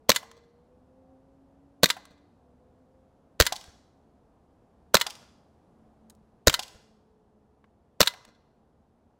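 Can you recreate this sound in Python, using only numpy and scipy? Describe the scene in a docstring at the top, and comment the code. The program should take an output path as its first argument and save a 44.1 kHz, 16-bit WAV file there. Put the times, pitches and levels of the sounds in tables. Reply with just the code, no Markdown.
"""A gas blowback airsoft pistol fires six shots through a chronograph indoors.
Each shot chains coloured noise bursts, swinging air and ringing modes: hammer, muzzle pop, venting gas,
slide hitting its stop, feeding a pellet and slamming shut. Three pellets strike hard and rebound loudly, the
others land softly; the trigger clicks as it resets. Outside, two harmonics make a far engine, likely a motorbike,
that pulls through two gears and cruises over a low rumble of filtered noise; a faint whistle passes once."""
import sys
import numpy as np
from scipy import signal
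from scipy.fft import rfft, irfft
from scipy.io import wavfile
from scipy.ndimage import uniform_filter1d

SR = 44100
rng = np.random.default_rng(int(sys.argv[2]) if len(sys.argv) > 2 else 0)


def int16_out(signal):
    """Quantize to a 16-bit WAV file."""
    q = np.round(np.clip(np.atleast_2d(signal).T, -1, 1) * 32767)
    wavfile.write(sys.argv[1], SR, q.astype(np.int16))


N = 405279
EVENT_T = np.arange(SR // 2) / SR  # s, time within one event
LEAD_S = 256 / SR  # room for the swell ahead of an event's peak

# Traffic rumble through the walls: frequency_hz, relative_density_db (per Hz)
RUMBLE_COLOUR = [(12, -41.5), (20, -12.5), (43, -9), (70, 0.5), (107, -6.5), (222, -4.5), (337, -10),
                 (485, -10), (558, -13), (718, -11), (2140, -35.5), (11400, -47.5), (16000, -65.5)]
# Traffic loudness: time_s, rms_level_db
RUMBLE_LEVEL = [(0, -63), (4.4, -62.5), (5.8, -61), (7.2, -65), (9.19, -65)]
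# Engine speed, with a gear change after the first pull: time_s, firing_hz (before a slight drift)
ENGINE_PITCH = [(0, 219), (.3, 228.8), (1.0, 260.8), (2.3, 290), (2.45, 248), (3.3, 270.7), (4.4, 279.6),
                (5.6, 221.9), (7.05, 213.6), (7.7, 212.7), (9.19, 237.6)]
# Engine loudness before walls, waver and throttle: time_s, first_harmonic_db, second_harmonic_db
ENGINE_LEVEL = [(0, -71, -63.5), (1.1, -61, -61.5), (3.1, -66, -65), (4.8, -82, -84.5), (6, -60, -85),
                (7.1, -68, -67), (8.2, -70.5, -80.5), (9.19, -66.5, -80.5)]
# What the walls let through of the engine: frequency_hz, gain_db
WALL_GAIN = [(215, -3.5), (245, -3.5), (275, 0.5), (525, -1.5), (555, -9), (590, -16)]

# Shots: start_s (muzzle pop), gas_push_db, slide_travel_s (until the slide hits its back stop)
SHOT_CYCLES = [(0.0943, -43, 0.023), (1.834, -46, 0.024), (3.402, -17, 0.02), (4.9448, -47.5, 0.024),
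               (6.473, -15.5, .0241), (8.0064, -53.5, 0.023)]
# Stop impact, also the hammer: frequency_hz, relative_density_db (per Hz)
STOP_COLOUR = [(150, -25.5), (480, -10.5), (820, -8.5), (1400, -6.5), (2050, -1.5), (3200, -2),
               (4200, -1.5), (5500, -12), (7300, -7.5), (9000, -20), (11500, -20), (14000, -13.5),
               (15500, -20)]
# Muzzle pop: frequency_hz, relative_density_db (per Hz)
POP_COLOUR = [(50, -8), (240, -2), (600, -5), (810, -6.5), (1020, 6), (1220, -2.5), (1450, 0.5), (1950, -2),
              (2200, -9.5), (3100, -5), (3650, -4.5), (6000, -1.5), (9000, -14.5), (15000, -8)]
# Spent gas swirling round the microphone: frequency_hz, relative_density_db (per Hz)
BUFFET_COLOUR = [(20, -1), (140, 0), (260, -10.5), (600, -27), (4000, -63)]
# Gas venting from the breech: frequency_hz, relative_density_db (per Hz)
VENT_COLOUR = [(50, -9), (220, -4.5), (520, -7.5), (740, -11), (1400, -7), (2300, -11.5), (3200, -13.5),
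               (4050, 0), (4900, -9.5), (7200, -11.5), (9000, -18), (11200, -25), (13000, -21),
               (15500, -22.5)]
# Recoil spring ringing: frequency_hz, relative_level_db, t60_s
SPRING_RING = [(598, -4, .35), (980, -4, .35), (2035, -3, .7), (3015, -8, .35), (5850, -7, .4)]
# Slide scraping and slamming: frequency_hz, relative_density_db (per Hz)
SLIDE_COLOUR = [(100, -25.5), (350, -27), (500, -18.5), (820, -19.5), (1450, -4.5), (2400, -10), (3100, -3),
                (4050, 0.5), (5200, -13), (7400, -8.5), (8600, -15.5), (15000, -20)]
# Slide ringing: frequency_hz, relative_level_db, t60_s
SLIDE_RING = [(490, -16.5, 0.035), (967, -3.5, .06), (1250, -5, 0.03), (1407, 0, .045), (1620, -3, 0.024),
              (2025, -5.5, 0.09), (2940, -10, 0.052), (2975, -7, 0.038), (3530, -7, 0.03),
              (3550, -6, 0.035), (3890, 1, 0.018), (4320, -7, .035), (5030, -9, 0.065), (6060, -17, 0.06),
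              (7500, -9, .035), (9400, -15, 0.072)]
# Trigger, grip and magazine clicks: frequency_hz, relative_density_db (per Hz)
CLICK_COLOUR = [(300, -22.5), (1000, -1), (1800, -2), (2700, -7), (3800, -2), (5500, -6), (8000, -4),
                (15000, -17)]
# Tail of the room: frequency_hz, relative_gain_db
ROOM_GAIN = [(100, -5), (500, -4), (1000, 5.5), (2000, -1), (4000, -5), (5800, -1), (7500, -2), (14000, -1)]

# Pellets reaching the target: strike_s, tick_level_db, thud_level_db (before the trims in pellets)
STRIKES = [(0.2292, -58, -34), (1.9671, -58, -31), (3.523, -23, -19), (5.0652, -24.5, -23.5),
           (6.5918, -24, -24.5), (8.1372, -50, -34)]
# The same rattle after every strike: delay_s, level_db (relative to its tick)
REBOUND_TICKS = [(0.0344, -14.5), (0.04, -9.5), (.088, -20.5)]
# Hard pellet tick: frequency_hz, relative_density_db (per Hz)
TICK_COLOUR = [(200, -19), (950, -1.5), (1300, -19.5), (2050, -2.5), (2500, -4), (3100, 6), (4600, 4.5),
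               (7500, -2.5), (15000, -17)]
# Target ringing: frequency_hz, relative_level_db, t60_s
TARGET_RING = [(647, -4.5, 0.056), (748.5, 1, 0.055), (832, -8, 0.15), (1042, -5.5, 0.088)]
# Hollow knock of the target: frequency_hz, relative_density_db (per Hz)
THUD_COLOUR = [(150, -20), (450, -16.5), (750, -3), (1100, -5.5), (2000, -7), (5000, -21), (15000, -27)]

# Trigger resets: start_s
TRIGGER_RESETS = [0.3148, 2.054, 3.641, 8.251]
# Late reflection: frequency_hz, relative_gain_db
SLAP_COLOUR = [(200, 3.5), (1200, -3), (5500, -11.5), (7500, -10), (15000, -21)]
# The hand shifts on the grip: start_s, level_db, brightness_db_per_octave
GRIP_SHIFTS = [(6.099, -47.5, 6.5), (6.1029, -51.5, 3), (6.1507, -64, 5.5)]
# Soft knock: frequency_hz, relative_density_db (per Hz)
KNOCK_COLOUR = [(200, -9.5), (900, 2.5), (2000, 0.5), (3000, -10.5), (5000, -25), (15000, -42)]

# Timing shared by every shot, in seconds
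VENT_AFTER_S, RETURN_S, FEED_BEFORE_S, LOCK_AFTER_S = .0083, .044, .012, .0035


def amp(db):
    """Decibels to gain."""
    return 10 ** (np.asarray(db) / 20)


def evened(x):
    """Scales to rms 1."""
    return x / np.sqrt(np.mean(x ** 2) + 1e-20)


def read(points, hz):
    """Reads a table on a log-frequency axis."""
    f, value = np.transpose(points)
    return np.interp(np.log(hz + 1), np.log(f + 1), value)


def add(mix, s, sound):
    """Mixes in a sound whose peak falls at time s."""
    part = mix[round((s - LEAD_S) * SR):][:len(sound)]
    part += sound[:len(part)]


def colour(x, points, tilt_db=0, size=2048):
    """Causal (minimum-phase) filter of unit energy with the given spectrum, tilted per octave."""
    hz = abs(np.fft.fftfreq(size, 1 / SR))
    gain_db = read(points, hz) + tilt_db * np.log2(1 + hz / 1024)
    log_spectrum = signal.hilbert(np.log(amp(gain_db))).conj()
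    taps = np.fft.ifft(np.exp(log_spectrum)).real[:size // 2]
    return signal.fftconvolve(x, taps / np.linalg.norm(taps))[:len(x)]


def envelope(rise, t60):
    """Swells with time constant rise, then dies away by 60 dB in t60 (both in s)."""
    t = EVENT_T - LEAD_S
    swell = np.minimum(t, 0) / rise
    decay = np.log(1000) * np.maximum(t, 0) / t60
    return np.exp(swell - decay)


def burst(points, rise, t60, tilt_db=0):
    """A short rush of noise, coloured by the part that it shakes."""
    shape = envelope(rise, t60)
    noise = evened(rng.standard_normal(len(EVENT_T)) * shape)
    noise = noise * np.sqrt(np.mean(shape ** 2))  # same energy for every draw
    return colour(noise, points, tilt_db)


def ring(modes):
    """Damped modes that start at random phases, so each strike differs a little."""
    out = 0
    for hz, db, t60 in modes:
        tone = np.sin(2 * np.pi * (hz * EVENT_T + rng.random()))
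        out = out + amp(db) * envelope(.0003, t60) * tone
    return out


def rumble():
    """Traffic through the walls: steady noise shaped in frequency, then ridden slowly in level."""
    t, hz = np.arange(N) / SR, np.fft.rfftfreq(N, 1 / SR)
    spectrum = rfft(rng.standard_normal(N)) * amp(read(RUMBLE_COLOUR, hz))
    return amp(np.interp(t, *np.transpose(RUMBLE_LEVEL))) * evened(irfft(spectrum, N))


def engine(drift_hz=9, waver_db=3.0, pitch_drift=.007, shift_dip_db=-10):
    """The two lowest harmonics of the firing rate drift and waver behind the walls."""
    t, hz = np.arange(N) / SR, np.fft.rfftfreq(N, 1 / SR)
    slow_spectra = rfft(rng.standard_normal((3, N))) * np.exp(-(hz / drift_hz) ** 2)
    drift = evened(irfft(slow_spectra, N))  # one for pitch, one for each harmonic's level
    pitch = np.interp(t, *np.transpose(ENGINE_PITCH))
    angle = 2 * np.pi * np.cumsum(pitch * (1 + pitch_drift * drift[0])) / SR
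    s, *levels = np.transpose(ENGINE_LEVEL)
    out = np.zeros(N)
    for k, db in enumerate(levels, 1):
        level_db = np.interp(t, s, db) + read(WALL_GAIN, k * pitch) + waver_db * drift[k]
        out += amp(level_db) * np.sin(k * angle)
    # the throttle is shut while the revs fall faster than 100 Hz per second
    falling = 1. * (np.gradient(pitch, t) < -100)
    shifting = uniform_filter1d(falling, SR // 10)
    return amp(shift_dip_db * shifting) * out


def muzzle_tone(hz, width, lag):
    """Air in the barrel and chronograph tube swings for a few cycles in a bell-shaped envelope."""
    t = EVENT_T - LEAD_S - lag
    return np.exp(-(t / width) ** 2) * np.sin(2 * np.pi * hz * t)


def gas_push(length, lag):
    """A slow pressure wave of spent gas: a push and a longer suck."""
    u = np.maximum(EVENT_T - LEAD_S - lag, 0) / length
    return np.e * u * (2 - u) * np.exp(-u)


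def gas():
    """The hammer falls on the valve, the muzzle pops, then gas rushes from the opening breech."""
    out = np.zeros(N)
    for s, push_db, _ in SHOT_CYCLES:
        add(out, s - .005, amp(-38) * burst(STOP_COLOUR, rise=.0012, t60=0.027))  # hammer
        add(out, s, amp(-1) * burst(POP_COLOUR, rise=0.00067, t60=0.01))
        add(out, s, amp(-4.46) * muzzle_tone(hz=544, width=.0018, lag=.0008))
        add(out, s, amp(push_db) * gas_push(length=0.0022, lag=0.002))
        # spent gas swirls round the microphone
        add(out, s + 0.0069, amp(push_db - 7) * burst(BUFFET_COLOUR, rise=0.0024, t60=0.058))
        vent = s + VENT_AFTER_S
        add(out, vent, amp(-5.5) * burst(VENT_COLOUR, rise=0.0017, t60=0.014))
        add(out, vent, amp(-24) * muzzle_tone(hz=290, width=.003, lag=.002))  # the air swings again, lower
        add(out, vent, amp(-50) * ring(SPRING_RING))  # the recoil spring is kicked
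    return out


def near_echoes(x, t60):
    """Quick, sparse reflections from the shooter, the tripod and the nearest wall."""
    hits = rng.standard_normal(len(EVENT_T)) * (rng.random(len(EVENT_T)) < 3000 / SR)  # 3000 per second
    taps = hits * (EVENT_T > .004) * amp(-60 * EVENT_T / t60)
    return signal.fftconvolve(x, taps / np.linalg.norm(taps))[:N]


def room(x, t60, dull_hz, swell):
    """A diffuse tail of decaying noise; curtains and air swallow the treble sooner."""
    hz, t, z = signal.stft(rng.standard_normal(SR), SR, nperseg=256)
    fall_db = 60 * t / t60 * (1 + (hz[:, None] / dull_hz) ** 2)  # falls twice as fast at dull_hz
    z = z * amp(read(ROOM_GAIN, hz)[:, None] - fall_db) * (1 - np.exp(-t / swell))
    tail = signal.istft(z, SR, nperseg=256)[1]
    return signal.fftconvolve(x, tail / np.linalg.norm(tail))[:N]


def linger(x):
    """The faint, slow end of the room's decay, without its top treble."""
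    edge = signal.butter(8, 5500, fs=SR, output="sos")
    return amp(-41) * signal.sosfilt(edge, room(x, t60=1.0, dull_hz=20000, swell=.03))


def slide():
    """The slide hits its back stop; the spring returns it to scrape, feed a pellet and slam shut."""
    out = np.zeros(N)
    for s, _, travel in SHOT_CYCLES:
        back = s + travel
        shut = back + RETURN_S
        feed = shut - FEED_BEFORE_S
        add(out, back, amp(-14.5) * burst(STOP_COLOUR, rise=0.00028, t60=0.019))
        add(out, back, amp(-39.5) * ring(SLIDE_RING))
        add(out, feed, amp(-41) * burst(SLIDE_COLOUR, rise=.012, t60=0.18))  # scraping along the rails
        # stripping a pellet from the magazine
        add(out, feed, amp(-32) * burst(CLICK_COLOUR, rise=0.00044, t60=0.045))
        add(out, shut, amp(-14.5) * burst(SLIDE_COLOUR, rise=0.00048, t60=0.018))
        # the barrel locks up just after
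        add(out, shut + LOCK_AFTER_S, amp(-18) * burst(SLIDE_COLOUR, rise=0.00029, t60=0.026))
        add(out, shut, amp(-26.5) * ring(SLIDE_RING))
    return out


def pellets():
    """Hard ticks with their rebounds, and the hollow, ringing thud of the target."""
    ticks, thuds = np.zeros((2, N))
    for s, tick_db, thud_db in STRIKES:
        for delay, db in [(0.0016, 0)] + REBOUND_TICKS:
            add(ticks, s + delay, amp(tick_db + db) * burst(TICK_COLOUR, rise=.0003, t60=.03))
        add(thuds, s, amp(thud_db - 11) * ring(TARGET_RING))
        add(thuds, s, amp(thud_db - 11.5) * burst(THUD_COLOUR, rise=0.00079, t60=0.046))
    return ticks, thuds


def trigger():
    """Small dry noise clicks as the trigger springs back to its reset."""
    out = np.zeros(N)
    for s in TRIGGER_RESETS:
        add(out, s, amp(-45) * burst(CLICK_COLOUR, rise=0.0004, t60=0.016, tilt_db=-2.5))
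    return out


def slap(x, delay_s=.268):
    """One late, dull and scattered reflection."""
    late = np.pad(x, (round(delay_s * SR), 0))[:N]
    return amp(-52.5) * colour(near_echoes(late, t60=0.067), SLAP_COLOUR)


def whistle(start_s=1, length_s=.22, from_hz=735, to_hz=790):
    """A faint tone far outside that swells, rises a little and fades."""
    u = np.clip((np.arange(N) / SR - start_s) / length_s, 0, 1)
    hz = from_hz + (to_hz - from_hz) * u
    return amp(-64) * np.sin(np.pi * u) ** 2 * np.sin(2 * np.pi * np.cumsum(hz) / SR)


def grip():
    """The hand shifts on the grip in short clicks of differing brightness."""
    out = np.zeros(N)
    for s, db, tilt_db in GRIP_SHIFTS:
        add(out, s, amp(db) * burst(CLICK_COLOUR, rise=0.00054, t60=0.0196, tilt_db=tilt_db))
    return out


def knock():
    """Something knocks softly once: a short, dull noise burst."""
    out = np.zeros(N)
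    add(out, 7.6423, amp(-53.5) * burst(KNOCK_COLOUR, rise=.0006, t60=0.0238))
    return out


def scene():
    """The pistol is close and dry; the target is across the room and much wetter."""
    outside = rumble() + engine() + whistle()
    gun = gas() + slide() + trigger() + grip() + knock()
    ticks, thuds = pellets()
    tail = room(gun, t60=.66, dull_hz=13500, swell=.004)
    near = amp(-18.5) * near_echoes(gun, t60=0.11) + amp(-31) * tail
    near = near + slap(gun) + linger(gun)
    far = room(amp(-12) * ticks + amp(-20.5) * thuds, t60=0.74, dull_hz=19600, swell=0.002)
    return (gun + near + ticks + thuds + far + outside)[None]


def record(dry):
    """The pops overload the input softly towards a ceiling of 0.7; then the treble is band-limited."""
    limited = dry / (1 + (dry / .7) ** 4) ** (1 / 4)
    band_limit = signal.firwin(511, 15950, window=("kaiser", 9), fs=SR)
    return signal.oaconvolve(limited, band_limit[None], "same")


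dry = scene()
out = record(dry)
int16_out(out)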